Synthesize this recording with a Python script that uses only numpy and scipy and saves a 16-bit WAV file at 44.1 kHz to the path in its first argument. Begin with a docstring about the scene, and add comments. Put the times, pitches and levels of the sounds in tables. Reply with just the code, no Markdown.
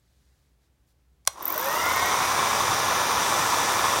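"""A faint rustle, a sharp click, then an old film projector whirs up to speed, close by in a quiet room.
The click is a thumb flipping a toggle switch, whose contacts bounce and ring a small plate.
As the motor spins up, the fan rushes and the gears whine, growl and chatter in the metal housing.
A dry bearing chirps, the belt slips twice, and now and then the running mechanism clacks."""
import sys
import numpy as np
from scipy import signal
from scipy.fft import rfft, irfft
from scipy.io import wavfile

SR = 44100
rng = np.random.default_rng(int(sys.argv[2]) if len(sys.argv) > 2 else 0)


def bounce(signal):
    """Save signal as a 16-bit WAV file at the path given by the first command-line argument."""
    frames = np.transpose(np.atleast_2d(signal))
    limited = np.clip(frames, -1, 1)
    pcm = np.round(limited * 32767).astype(np.int16)
    wavfile.write(sys.argv[1], SR, pcm)


N = 176400
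T = np.arange(N) / SR
HZ = np.maximum(np.fft.rfftfreq(N, 1 / SR), 1)   # the frequency of each point in a spectrum

POWER_ON_S, FIRST_TICK_S = 1.273, 1.331
TOP_SPEED_HZ, TURNS_PER_FRAME = 101.55, 3   # shaft turns per second; turns per picture on the film

# tone colour of a sharp crack: f/Hz, level/dB
CRACK_SPECTRUM = [(300, -45), (1000, -2), (3000, -7), (6000, 2.5), (11000, 0.5), (16000, -12)]
# tone colour of rushing air: f/Hz, level/dB
AIR_SPECTRUM = [(27, -28), (48, -9.5), (160, -1.5), (280, -3.5), (550, 3), (1000, 3), (2000, -1.5),
                (2900, -5.5), (5500, -5.5), (8500, -7.5), (16000, -17.5)]
# tone colour of rattling machine parts: f/Hz, level/dB
CHATTER_SPECTRUM = [(100, -27), (330, -12), (680, -7.5), (900, -2.5), (1100, -1.5), (1350, -2), (2000, -13),
                    (4000, -19.5), (14000, -27)]


def from_db(db):
    """Turn decibels into a factor to multiply by."""
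    return 10 ** (np.asarray(db) / 20)


def unit_power(x):
    """Scale a signal so that its average power is 1."""
    return x / np.sqrt(np.mean(x ** 2) + 1e-20)


def bell(hz, centre_hz, width_hz):
    """The hill-shaped curve of a resonance, 1 at its centre."""
    return 1 / (1 + (2 * (hz - centre_hz) / width_hz) ** 2)


def filtered(x, gain):
    """Multiply each frequency in x by its own gain."""
    return irfft(rfft(x) * gain, N)


def colour(x, spectrum, extra_db=0):
    """Give x the tone colour listed in a table, at power 1."""
    hz, db = np.transpose(spectrum)
    curve_db = np.interp(np.log(HZ), np.log(hz), db) + extra_db
    return unit_power(filtered(x, from_db(curve_db)))


def noise(spectrum, extra_db=0):
    """Noise with the tone colour listed in a table, at power 1."""
    return colour(rng.standard_normal(N), spectrum, extra_db)


def shaped_noise(gain):
    """Noise with a given gain at each frequency, at power 1."""
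    return unit_power(filtered(rng.standard_normal(N), gain))


def drift(rate_hz):
    """A smooth random wander, typically about 1 in size."""
    return shaped_noise(1 / (1 + (HZ / rate_hz) ** 2))


def decay(t60):
    """A fade from 1 that drops by 60 dB in t60 seconds, the ring time."""
    return from_db(-60 * np.minimum(T / t60, 5))


def swell(start, length):
    """One rounded rise and fall."""
    return np.sqrt(np.abs(np.sin(np.pi * np.clip((T - start) / length, 0, 1))))


def convolve(x, response):
    """Let every sample of x set off its own copy of a response."""
    return signal.fftconvolve(x, response)[:N]


def room_hum():
    """The quiet room has a faint low hum and hiss."""
    # tone colour of the background: f/Hz, level/dB
    background = [(20, -24), (50, -10), (62, 5), (80, -14), (130, -11.5), (190, -20), (400, -25),
                  (1000, -32.5), (4000, -38.5), (16000, -44.5)]
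    return from_db(-64.5) * noise(background)


def hand_rustles():
    """The hand brushes past as the thumb finds the lever."""
    # brushing movements: start/s, length/s, level/dB, extra treble at 10 kHz/dB
    strokes = [(-.05, 0.61, -74.5, -2), (0.597, .09, -76, -4), (.865, 0.067, -72, 5)]
    # tone colour of the brushing: f/Hz, level/dB
    rustle_spectrum = [(300, -13), (1800, 0), (2700, -6), (3900, 1), (7200, -2.5), (10500, -6),
                       (16000, -10)]
    return sum(from_db(db) * swell(start, length) * noise(rustle_spectrum, treble_db * HZ / 10000)
               for start, length, db, treble_db in strokes)


def switch():
    """Each contact cracks, rings the switch plate and nudges the heavy body into a low thud."""
    # the lever creeps, snaps over and bounces: t/s, level/dB
    contacts = [(1.2514, -40), (1.263, -39), (1.27, -35), (1.2741, 2.5), (1.2748, -1), (1.276, -2.5)]
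    # ringing tones of the switch and its plate: f/Hz, level/dB, ring time/s
    plate_modes = [(597, -29, 0.014), (800, -19.5, .02), (1090, -19, 0.019), (1560, -26.5, 0.012),
                   (2210, -17.5, 0.0097), (3394, -23, .012), (4170, -23, 0.015), (4940, -18, 0.019),
                   (5840, -10.5, 0.004), (6450, -19, 0.007), (7130, -21, 0.0058), (8700, -22, 0.0098)]
    lag_cycles, crack_db = 1.416, -11
    clicks, cracks, plate = np.zeros(N), np.zeros(N), 0
    for k, (hz, db, t60) in enumerate(plate_modes):
        age = np.maximum(T[:SR // 8] - lag_cycles / hz, 0)   # lower tones arrive later
        plate += (-1) ** k * from_db(db - 60 * age / t60) * np.sin(2 * np.pi * hz * age)
    for s, db in contacts:
        start = int(s * SR)
        clicks[start] += from_db(db)
        crack = from_db(db + crack_db) * noise(CRACK_SPECTRUM) * decay(t60=.011)
        cracks[start:] += crack[:N - start]
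    bass_cut = signal.butter(4, 450, "high", fs=SR, output="sos")   # a small plate gives off no bass
    snap = signal.sosfilt(bass_cut, convolve(clicks, plate) + cracks)
    body = np.sin(2 * np.pi * 101 * T) * decay(t60=.065)
    thud = from_db(-48) * convolve(clicks, body)
    return snap + thud + from_db(-20.5) * room_echo(snap)


def room_echo(x):
    """Reflections die away quickly in the carpeted room."""
    # tone colour of the reflections: f/Hz, level/dB
    echo_spectrum = [(100, -11), (500, 2), (1200, -5), (2500, -1.5), (6000, -8), (16000, -10.5)]
    tail = noise(echo_spectrum) * decay(t60=.26)
    return convolve(x, tail / np.linalg.norm(tail))


def shaft(spin_up_s=.35, wobble=.002):
    """The motor eases up to speed. Returns the speed (0 to 1) and the turns made so far."""
    speed = 1 - np.exp(-np.maximum(T - POWER_ON_S, 0) / spin_up_s)
    turns_per_s = TOP_SPEED_HZ * speed * (1 + wobble * drift(5))
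    return speed, np.cumsum(turns_per_s) / SR


def housing():
    """The metal housing boosts some frequencies and weakens others. Returns dB at each frequency."""
    # its peaks and dips: f/Hz, width/Hz, gain/dB
    resonances = [(1027, 270, 6), (1630, 144, -5.5), (1840, 360, 3), (2260, 410, -2), (3443, 54, 7),
                  (3677, 194, 6.5), (4440, 170, -5), (4850, 180, 3), (5870, 710, 7.5), (6980, 140, 3),
                  (9630, 950, 2.5), (10420, 590, -5.5)]
    return sum(db * bell(HZ, hz, width) for hz, width, db in resonances)


def fan(speed, housing_db):
    """Air rushes through the housing, growing steeply louder with speed."""
    return from_db(-26) * speed ** 2.2 * noise(AIR_SPECTRUM, housing_db)


def gear_chatter(speed, housing_db, top_hits_per_s=1500, spread_db=2.5):
    """Gear teeth touch in a dense, uneven patter that thickens with speed."""
    sizes = from_db(spread_db * np.minimum(rng.exponential(1, N), 4))
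    signs = rng.choice([-1, 1], N)
    hits = rng.random(N) < top_hits_per_s * speed / SR
    return from_db(-26) * colour(sizes * signs * hits, CHATTER_SPECTRUM, housing_db)


def film_claw(turns, housing_db):
    """The claw that pulls the film along knocks once for every picture."""
    new_frame = np.diff(turns // TURNS_PER_FRAME, prepend=0)
    sizes = from_db(np.clip(rng.standard_normal(N), -2, 2))
    knocks = convolve(new_frame * sizes, decay(t60=.021)) * rng.standard_normal(N)
    return from_db(-38) * colour(knocks, CHATTER_SPECTRUM, housing_db)


def whine(speed, turns, flutter_hz=33):
    """Tones from the unbalanced shaft and the gears swell as they climb through resonances."""
    # shaft, gear and motor tones:
    # cycles per turn, steady level/dB, resonance level/dB, resonance f/Hz, width/Hz
    tones = [(1, -52.5, -51.5, 90.4, 16), (8, -56, -32.5, 558, 120), (8, -54, -40.5, 743, 87),
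             (12, -52, -33, 950, 240), (17, -44.5, -35.5, 1386, 240), (21, -53, -39.5, 1840, 270),
             (23, -49, -51.5, 2162, 380), (24, -67, -37, 2050, 580), (25, -76, -34.5, 2080, 290),
             (26, -65, -36.5, 1910, 890), (34, -54, -39, 1930, 410), (36, -62, -44.5, 2720, 1000),
             (46, -62, -42, 2150, 640)]
    out = 0
    for per_turn, steady_db, peak_db, hz, width in tones:
        roughness = .45 if per_turn in (1, 8, 23, 24) else .85   # a few are cleaner, the rest rasp
        resonance = bell(per_turn * TOP_SPEED_HZ * speed, hz, width) ** 1.61
        level = from_db(steady_db) * speed ** 3 + from_db(peak_db) * speed * resonance
        # a complex factor shakes both the loudness and the phase
        flutter = 1 + roughness * (drift(flutter_hz) + 1j * drift(flutter_hz))
        flutter /= np.sqrt(1 + 2 * roughness ** 2)
        out += level * np.real(flutter * np.exp(2j * np.pi * per_turn * turns))
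    return 2 * out


def motor_sparks(speed, housing_db, mains_hz=60):
    """The motor's brushes spark on each half wave of the mains while it draws its starting current."""
    level = from_db(-26.5) * (1 - speed) ** .5 * speed ** 3
    pulses = 2 * np.sin(2 * np.pi * mains_hz * T) ** 2
    return level * pulses * noise(AIR_SPECTRUM, housing_db)


def slack_ticks():
    """Two light ticks sound as the loose parts take up their slack."""
    fades = sum(from_db(db) * np.roll(decay(t60=.02), int(s * SR))
                for s, db in [(FIRST_TICK_S, -46), (1.401, -46.5)])
    return fades * noise(CRACK_SPECTRUM)


def gear_growl(speed, turns, teeth=8):
    """From the first tick on, the loaded teeth strike hard, easing off as the shaft nears full speed."""
    # tone colour of the straining gears: f/Hz, level/dB
    growl_spectrum = [(200, -22.5), (340, -13), (480, -15.5), (800, -11.5), (1060, -0.5), (1280, -21),
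                      (4000, -44)]
    strain = speed ** 2.6 * (1 - speed) ** 1.8 * (T > FIRST_TICK_S)
    pulses = 1 + .42 * np.cos(2 * np.pi * teeth * turns)
    return from_db(-36) * strain / strain.max() * pulses * noise(growl_spectrum)


def bearing(turns, chirp_turns=.31, spread_db=5):
    """A dry spot rubs out a rising chirp once a turn; for a while every third chirp stands out."""
    # how the chirps change: t/s, level/dB, drop on two turns out of three/dB, place in the turn/turns
    course = [(1.415, -46, 0, 0), (1.425, -30, -2, -.19), (1.48, -20.5, 2.5, 0.06), (1.56, -30, -9, 0.2),
              (1.64, -29, 0, 0.3), (1.80, -32, -4, 0.28), (1.90, -27.5, 13, 0.2), (2.1, -34, 6, 0.03),
              (2.5, -48, 24, 0.1), (4.0, -37, 3, 0)]
    # resonances that a chirp climbs through: f/Hz, width/Hz, level/dB, delay/turns
    chirp_modes = [(12360, 1300, -9.5, -0.0085), (13200, 540, -5, 0.0015), (13750, 520, -10, .06),
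                   (15000, 1100, -7, .1)]
    times, db, drop_db, place = np.transpose(course)
    chirps = 0
    for hz, width, mode_db, delay in chirp_modes:
        turn, part_of_turn = np.divmod(turns - np.interp(T, times, place) - delay, 1)
        rub = np.sin(np.pi * np.minimum(part_of_turn / chirp_turns, 1)) * (T > times[0])
        weak_turn = turn % TURNS_PER_FRAME > 0
        level_db = mode_db + np.interp(T, times, db) - np.interp(T, times, drop_db) * weak_turn
        level_db += spread_db * rng.standard_normal(512)[turn.astype(int)].clip(-1, 1)
        chirps += from_db(level_db) * rub * shaped_noise(bell(HZ, hz, width))
    return chirps + from_db(-8.5) * room_echo(chirps)


def belt(wobble=.02):
    """The belt groans, then squeaks briefly, as it takes up the load."""
    # slips of the belt: start/s, length/s, level/dB, f/Hz
    slips = [(1.467, 0.096, -42, 310), (1.547, 0.04, -31.5, 635)]
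    out = 0
    for start, length, db, hz in slips:
        cycles = np.cumsum(hz * (1 + wobble * drift(40))) / SR
        out += from_db(db) * swell(start, length) ** 2 * np.sin(2 * np.pi * cycles)
    return out


def clacks():
    """Now and then the mechanism catches and knocks the housing."""
    # the knocks: t/s, level/dB
    knocks = [(2.027, -17), (2.117, -18.5), (2.392, -14), (2.605, -14.5), (2.718, -15.5), (2.883, -16.5),
              (3.84, -19)]
    # ringing tones of the knocked housing: f/Hz, level/dB, ring time/s
    clack_modes = [(904, -17, 0.047), (1086, -0.5, 0.047), (3580, -7, .015)]
    clicks = np.zeros(N)
    for s, db in knocks:
        clicks[int(s * SR)] += from_db(db)
    ring = sum(from_db(db) * np.sin(2 * np.pi * hz * T) * decay(t60) for hz, db, t60 in clack_modes)
    return convolve(clicks, ring)


def handling_bumps(width_hz=65):
    """Handling the camera that holds the microphone makes soft, low bumps."""
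    # the bumps: start/s, length/s, level/dB, centre f/Hz
    bumps = [(2.602, 0.14, -40, 114), (2.85, 0.069, -43, 89.5), (3.148, 0.052, -42.5, 75),
             (3.354, 0.088, -43, 160)]
    return sum(from_db(db) * swell(start, length) * shaped_noise(bell(HZ, hz, width_hz) ** 2)
               for start, length, db, hz in bumps)


def past_thumb(x):
    """The thumb blocks parts of the treble; the sound swishes open as it lifts away."""
    # treble bands that the thumb weakens: f/Hz, width/Hz, gain/dB
    dips = [(7850, 810, -5), (11900, 1100, -1.5)]
    # how much it covers: t/s, strength of the dips (below 0 the thumb reflects instead)
    cover = [(2.6, 0.68), (2.85, 1.4), (3.18, 1.6), (3.27, -0.27), (3.62, 0.1), (3.75, 0.18)]
    shaded = filtered(x, from_db(sum(db * bell(HZ, hz, width) for hz, width, db in dips)))
    return x + np.interp(T, *np.transpose(cover)) * (shaded - x)


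def scene():
    """Add room, rustles, switch, projector and handling bumps into one channel."""
    speed, turns = shaft()
    housing_db = housing()
    air = fan(speed, housing_db)
    rattle = gear_chatter(speed, housing_db) + film_claw(turns, housing_db)
    rattle *= np.sqrt(speed.mean()) * speed ** 1.3   # louder with speed
    whir = past_thumb(air + rattle + motor_sparks(speed, housing_db))
    projector = whir + whine(speed, turns) + gear_growl(speed, turns)
    projector += belt() + slack_ticks() + clacks() + bearing(turns)
    return (switch() + projector + hand_rustles() + handling_bumps() + room_hum())[None]


def record(dry):
    """The microphone drops the deepest bass, rounds off the loudest peaks and cuts the highest treble."""
    bass_cut = signal.butter(3, 38, "high", fs=SR, output="sos")
    treble_cut = signal.ellip(10, .1, 70, 15900, fs=SR, output="sos")
    rounded = .9 * np.tanh(signal.sosfilt(bass_cut, dry) / .9)
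    return signal.sosfilt(treble_cut, rounded)


dry = scene()
out = record(dry)
bounce(out)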